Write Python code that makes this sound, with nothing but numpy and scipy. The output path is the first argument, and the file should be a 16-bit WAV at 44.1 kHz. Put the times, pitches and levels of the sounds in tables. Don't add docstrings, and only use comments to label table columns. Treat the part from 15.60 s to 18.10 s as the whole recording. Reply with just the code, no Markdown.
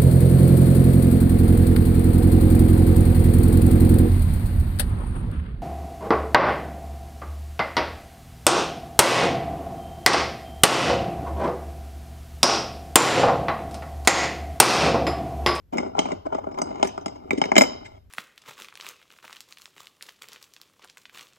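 import sys
import numpy as np
from scipy import signal
from scipy.fft import rfft, irfft
from scipy.io import wavfile
from scipy.ndimage import uniform_filter1d

SR = 44100
rng = np.random.default_rng(int(sys.argv[2]) if len(sys.argv) > 2 else 0)


def pcm_store(signal):
    levels = np.round(np.clip(np.atleast_2d(signal), -1, 1) * 32767)
    wavfile.write(sys.argv[1], SR, levels.astype(np.int16).T)


def attenuation_scalar(level_db):
    decades = np.asarray(level_db, float) / 20
    return 10 ** decades


N = 110250

# (time [s], effort [dB], brightness [dB])
SLIDES = [(0.11, -89, -8), (0.135, -37.5, 1), (0.26, -38, -1), (0.33, -53.5, -10), (0.38, -36, -3),
          (0.53, -42, 2), (0.60, -66, -21), (0.75, -43.5, 2), (0.82, -51.5, -7), (0.95, -45, -10),
          (1.12, -42, 0), (1.21, -44, 1.5), (1.29, -52.5, -10.5), (1.50, -48.5, -7.5), (1.63, -56, -1.5),
          (1.78, -46, 5), (2.03, -42.5, -6), (2.38, -61.5, 7.5)]
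# (time [s], rim [dB], panel [dB], large beads [dB], small beads [dB])
HARD_KNOCKS = [(0.1716, -43, -30, -51, -42.5), (0.182, -24, -25, -42.5, -34),
               (0.39, -22.5, -23, -25, -22.5), (0.5172, -33, -28.5, -46.5, -42),
               (0.9862, -38, -25.5, -45, -41), (1.0165, -34, -28.5, -46, -30.5),
               (1.2276, -25.5, -18, -23, -25), (1.272, -35.5, -37.5, -55, -35.5),
               (1.3772, -37, -32, -53, -48.5), (1.4104, -88, -48, -60, -55.5),
               (1.459, -30.5, -25, -38, -36.5), (1.4805, -41, -38.5, -48, -42.5),
               (1.7069, -17.5, -22.5, -33, -32.5), (1.8153, -20, -21, -31, -29.5),
               (1.8384, -24, -31.5, -40, -38.5), (1.917, -17.5, -21, -44.5, -34),
               (1.9548, -21, -25, -40, -27.5), (1.9643, -9.5, -16, -24, -26), (1.9795, -6, -10, -18, -11),
               (2.0091, -13, -16.5, -30.5, -24.5), (2.0172, -20.5, -17.5, -31, -19.5),
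               (2.0355, -22, -23.5, -42.5, -33)]
# (start [s], base [dB], panel [dB], grit [dB], length [s])
SOFT_SCUFFS = [(0.12, -23, -35, -37.5, 0.023), (0.152, -15, -58, -50, 0.018),
               (0.36, -23.5, -33.5, -42, 0.02), (0.449, -25, -26.5, -33.5, 0.017),
               (0.516, -21, -32, -43, 0.021), (0.648, -30, -38, -48, 0.021),
               (0.658, -24, -28.5, -41, 0.015), (0.716, -24.5, -27.5, -41, 0.027),
               (0.743, -22, -26, -35, 0.011), (0.776, -47, -30.5, -44, 0.018),
               (0.863, -30, -34, -51, 0.015), (0.969, -20.5, -32.5, -40, 0.02),
               (1.238, -19, -28, -26.5, 0.024), (1.727, -12, -43, -32.5, 0.009),
               (1.771, -14.5, -57, -28, 0.019), (1.853, -19, -40.5, -27.5, 0.006),
               (2.240, -43.5, -48, -35, 0.039)]


def evened(x):
    return x / np.sqrt(np.mean(x ** 2) + 1e-20)


def smoothed(x, size):
    return uniform_filter1d(uniform_filter1d(x, size=size), size=size)


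def read(points, hz):
    f, value = np.transpose(points)
    return np.interp(np.log(hz + 1), np.log(f + 1), value)


def curve(points, order=1):
    points = np.array(points)
    return np.interp(np.arange(N) / SR, points[:, 0], points[:, order])


def band(x, lo_hz, hi_hz):
    edges_hz = [lo_hz, min(hi_hz, SR / 2 - 1)]
    return signal.sosfilt(signal.butter(3, edges_hz, "band", fs=SR, output="sos"), x)


def contacts(start, shape, db, blow=0):
    length = shape.shape[-1]
    force = rng.standard_normal((len(start), length)) * shape
    force[:, 0] += blow
    at = np.round(start * SR).astype(int)[:, None] + np.arange(length)
    return at, force / np.linalg.norm(force, axis=1, keepdims=True) * attenuation_scalar(db)[:, None]


def summed(at, force):
    return np.bincount(at.ravel(), force.ravel(), N)


def swell(t, length_s):
    return np.sin(np.pi * np.minimum(t / length_s, 1)) ** 2


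def drift():
    places_per_s = 14
    steps = rng.standard_normal(100)
    return np.interp(np.arange(N) / SR * places_per_s, np.arange(len(steps)), steps)


def coloured(spectrum, same):
    a, b = rng.standard_normal((2, N))
    pair = np.array([a, same * a + np.sqrt(1 - same ** 2) * b])
    hz = np.fft.rfftfreq(N, 1 / SR)
    gain_db = read(spectrum, hz) - 60 * (hz > spectrum[-1][0])
    return evened(irfft(rfft(pair) * attenuation_scalar(gain_db), N))


def air():
    # (frequency [Hz], density [dB per Hz])
    air_spectrum = [(20, -21), (60, -7), (460, -36), (800, -43.5), (7800, -58.5), (9300, -69),
                    (11500, -52.5), (14600, -56.5)]
    return attenuation_scalar(-56) * coloured(air_spectrum, 0.5)


def rumble():
    # (frequency [Hz], density [dB per Hz])
    rumble_spectrum = [(25, -14.5), (60, -5.5), (92, 8), (150, -10.5), (200, -28.5)]
    # (time [s], gain [dB])
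    gate_gain = [
        (0.10, -24),
        (0.14, -0.5),
        (2.35, -0.5),
        (2.5, -9.5),
    ]
    return attenuation_scalar(-51.5 + curve(gate_gain)) * coloured(rumble_spectrum, 1)


def room(x):
    # (frequency [Hz], reverberation time t60 [s])
    room_decay = [(150, 0.2), (1500, 0.48), (5000, 0.5), (8000, 0.18), (11000, 0.58)]
    taps = np.zeros((2, SR // 2))
    at = np.arange(200, SR // 2 - 20, 20)
    at = at + rng.integers(0, 20, (2, len(at)))
    np.put_along_axis(taps, at, rng.choice([-1., 1.], at.shape), 1)
    taps = np.array([taps[0], 0.82 * taps[0] + 0.6 * taps[1]])
    hz, t, z = signal.stft(taps, SR, nperseg=256)
    decay_db = -60 * t / read(room_decay, hz)[:, None]
    tail = signal.istft(z * attenuation_scalar(decay_db), SR, nperseg=256)[1]
    return signal.fftconvolve(x, tail / np.linalg.norm(tail[0]), axes=1)[:, :N]


def clinks():
    # (time [s], peak level [dB], frequency [Hz], decay t60 [s])
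    pings = [(.129, -60, 13300, 0.13), (.171, -57, 12000, 0.091), (.171, -59, 10400, 0.078),
             (.390, -39.5, 10400, 0.032), (.402, -63, 12000, 0.022), (.455, -71, 12000, 0.09),
             (.925, -53, 5090, 0.14), (.984, -51, 13320, 0.042), (1.015, -51.5, 9970, 0.042),
             (1.018, -33, 5900, 0.045), (1.227, -45.5, 13250, .1), (1.243, -50, 10550, 0.12),
             (1.271, -53, 12400, .07), (1.272, -55.5, 14100, 0.046), (1.273, -34, 6020, 0.073),
             (1.411, -50, 6070, 0.081), (1.459, -44, 10070, .03), (1.707, -54, 14200, 0.054),
             (1.708, -59, 12740, .06), (1.712, -62, 13500, .1), (1.778, -59, 10700, .06),
             (1.782, -59, 13600, 0.053), (1.787, -53, 8940, 0.034), (1.817, -53, 10650, .04),
             (1.815, -57, 11900, .03), (1.815, -58, 13030, 0.036), (1.851, -62, 13000, 0.044),
             (1.980, -35.5, 13360, 0.12), (1.986, -41.5, 14140, 0.092), (2.009, -45, 10650, 0.13),
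             (2.009, -48, 10860, 0.12), (2.021, -47.5, 13200, .12), (2.020, -48, 14150, .08)]
    rise_s, split, pair_db = 0.0014, 0.01, 0.5
    out, t = np.zeros((2, N)), np.arange(8000) / SR
    rattle = 1 + 0.45 * evened(smoothed(rng.standard_normal((len(pings), len(t))), 120))
    phases = rng.uniform(0, 2 * np.pi, (len(pings), 3))
    for (s, db, hz, t60), phase, rough in zip(pings, phases, rattle):
        lead = np.array([[0], [phase[2] / 2]])
        lower = np.sin(2 * np.pi * hz * t + phase[0] + lead)
        upper = np.sin(2 * np.pi * hz * (1 + split) * t + phase[1] - lead)
        envelope = np.minimum(t / rise_s, 1) * attenuation_scalar(db - 60 * t / t60)
        heard = out[:, round(s * SR):][:, :len(t)]
        heard += (lower + attenuation_scalar(pair_db) * upper) * rough * envelope
    return out


def sparks():
    knocks, scuffs = np.array(HARD_KNOCKS), np.array(SOFT_SCUFFS)
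    t, out = np.arange(2500) / SR, np.zeros((2, N))
    edge_s, edge_db, splash_s, splash_db = 0.00098, -8, 0.0099, -19.5
    for side in (0, 1):
        edge = contacts(knocks[:, 0], np.exp(-t / edge_s), knocks[:, 4] + edge_db, blow=1)
        splash = contacts(knocks[:, 0], np.exp(-t / splash_s), knocks[:, 4] + splash_db)
        rasp = contacts(scuffs[:, 0], swell(t, scuffs[:, 4:]), scuffs[:, 3])
        out[side] = summed(*edge) + summed(*splash) + summed(*rasp)
    return band(band(out, 8000, 14800), 3000, 10500)


def sliding():
    grains_per_s, spread_db, shiver_db = 3600, 4, 2.5
    size = attenuation_scalar(spread_db * np.minimum(rng.exponential(1, N), 4)) * rng.standard_normal(N)
    size = size * (rng.random(N) < grains_per_s / SR)
    shiver = evened(smoothed(rng.standard_normal(N), 300))
    moving = np.arange(N) / SR < SLIDES[-1][0]
    return evened(size) * attenuation_scalar(shiver_db * shiver + curve(SLIDES)) * moving


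def grit(knocks, scuffs, slips):
    t, tick_s = np.arange(1500) / SR, 0.00091
    ticks = contacts(knocks[:, 0], np.exp(-t / tick_s), knocks[:, 4] - 9.5 + 10.5)
    scrapes = contacts(scuffs[:, 0], swell(t, scuffs[:, 4:]), scuffs[:, 3] + 12.5)
    hiss = slips * rng.choice([-1., 1.], N) * attenuation_scalar(-21 + curve(SLIDES, order=2))
    return band(summed(*ticks) + summed(*scrapes) + hiss, 1800, 8200)


def ring(force, hz, t60, left_db, right_db, lead):
    detune, build_s = 0.016, 0.0017
    turn = np.exp(2j * np.pi * np.cumsum(hz * (1 + detune * drift())) / SR)
    slow, fast = np.exp(-np.log(1000) / np.array([t60, build_s]) / SR)
    z = turn * signal.lfilter([1 - fast], [1, -slow - fast, slow * fast], force / turn + 1e-18)
    left = attenuation_scalar(left_db) * (z * np.exp(1j * lead / 2)).imag
    right = attenuation_scalar(right_db) * (z * np.exp(-1j * lead / 2)).imag
    return np.array([left, right])


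def tray():
    # (frequency [Hz], t60 [s], left level [dB], right level [dB], left lead [rad])
    base_modes = [(230, 0.028, -7.5, -26.5, 1.6), (280, 0.031, 2, 0.5, 1.74),
                  (380.7, 0.039, -2, -0.5, 1.915), (480, 0.017, -11.5, -13.5, 1.4)]
    panel_modes = [(627, 0.028, 7.5, 6.5, 4), (866.2, 0.03, 5.5, -12, -3), (945, 0.031, 0, -0.5, -2.5),
                   (1003, 0.021, -1.5, -21, -2.5), (1213, 0.035, -7.5, -4, -2),
                   (1392, 0.028, -20, -6.5, -7)]
    rim_modes = [(1730, 0.018, -10, 3, 1.3), (2097, 0.038, 0, -21, 0.84), (2162, 0.035, 3.5, -0.5, 1.08),
                 (2309, 0.042, -26.5, -2, 0.087)]
    large_bead_modes = [(2872, 0.045, -18, -5, 2.1), (3047, 0.018, 1.5, 5, 1.58),
                        (3827, 0.044, -9, -6, -1.88), (4455, 0.029, -16, -19.5, 0.53)]
    small_bead_modes = [(5098, 0.028, 1, -0.5, -2.5), (5146, 0.017, -1.5, -33.5, 3.5),
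                        (5453, 0.0084, -1, -14, 11.5), (6206, 0.039, -9, -5, 10.5),
                        (6617, 0.026, -3, -3.5, -0.4), (7410, 0.034, -10.5, -6.5, 4.5),
                        (7808, 0.023, -0.5, -3.5, -2.5)]
    # (start [s], base [dB], panel [dB], grit [dB], length [s])
    further_scuffs = [(0.199, -21, -35, -38, 0.009), (.224, -25, -32.5, -62, 0.014),
                      (0.256, -30, -39, -58, 0.015), (0.347, -45, -37, -49, 0.0091),
                      (0.377, -30, -31, -40.5, 0.0095), (0.406, -34, -41, -43, 0.012),
                      (0.481, -37, -31.5, -40, 0.01), (.500, -31.5, -31.5, -40, 0.012),
                      (.836, -30.5, -37.5, -50, 0.011), (0.907, -34.5, -55, -46, 0.018),
                      (0.94, -29, -45, -43.5, 0.011), (1.106, -38, -37.5, -54, 0.012),
                      (1.155, -47, -36.5, -40, 0.0063), (1.285, -38, -48, -36, 0.014),
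                      (1.552, -35.5, -51, -47, 0.015), (1.651, -33.5, -65, -72, 0.0072)]
    # (low edge [Hz], high edge [Hz])
    body_range = [(175, 560), (450, 1500), (1500, 2700), (2500, 4800), (4600, 8100)]
    chatter_s = (0.0076, 0.0045, 0.0029, 0.0028, 0.0024)
    place_db = (2, 2, 2.92, 2.6, 2.3)
    bare_db = (3, 9.2, 13, 4, 9.7)
    wet_db = (-5, -10.5, -18, -9.5, -8)
    knock_db, scuff_db = (3.5, 4, -1.5, 6.5, 3.5), (-1.5, 4.5, -6, -8.5, -10.5)
    slide_db = (3, 0, -16, -19.5, -23)
    chatter, wash_db = 0.095, 18.5
    port_lag = 24

    knocks, scuffs = np.array(HARD_KNOCKS), np.array(SOFT_SCUFFS + further_scuffs)
    t, slips = np.arange(1500) / SR, sliding()
    near, wet = np.zeros((2, 2, N))
    drag_shape = swell(t, scuffs[:, 4:])
    bodies = (base_modes, panel_modes, rim_modes, large_bead_modes, small_bead_modes)
    for k, body in enumerate(bodies):
        blow_db = knocks[:, (2, 2, 1, 3, 4)[k]] + knock_db[k]
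        blow_shape = chatter * np.exp(-t / chatter_s[k])
        blow_at, blow = contacts(knocks[:, 0], blow_shape, blow_db, blow=0.99)
        drag_db = scuffs[:, min(k + 1, 3)] + scuff_db[k]
        drag_at, drag = contacts(scuffs[:, 0], drag_shape, drag_db)
        at, force = np.vstack([blow_at, drag_at]), np.vstack([blow, drag])
        place = attenuation_scalar(place_db[k] * rng.standard_normal((len(at), len(body))))
        rub = slips * attenuation_scalar(slide_db[k] - 20.0 + (k > 1) * curve(SLIDES, order=2))
        bare = rub + summed(at, force)
        rung = attenuation_scalar(bare_db[k]) * np.array([bare, np.roll(bare, -port_lag)])
        for j, mode in enumerate(body):
            rubbed = rub * attenuation_scalar(place_db[k] * drift())
            rung += ring(rubbed + summed(at, force * place[:, j:j + 1]), *mode)
        near += band(rung, *body_range[k])
        wet += band(rung + attenuation_scalar(wash_db) * bare, *body_range[k]) * attenuation_scalar(wet_db[k] - 2)
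    for side in (0, 1):
        rough = grit(knocks, scuffs, slips)
        near[side] += rough
        wet[side] += rough * attenuation_scalar(wet_db[-1])
    return near, wet


def scene():
    near, wet = tray()
    edge = signal.cheby2(10, 40, 8500 + 500, fs=SR, output="sos")
    dull = signal.sosfilt(edge, near + room(wet))
    return dull + clinks() + sparks() + rumble() + air()


def band_limit(x):
    return signal.sosfilt(signal.butter(12, 15240, fs=SR, output="sos"), x)


def record(dry):
    mix = np.clip(dry, -1, 1)
    return band_limit(mix)


dry = scene()
out = record(dry)
pcm_store(out)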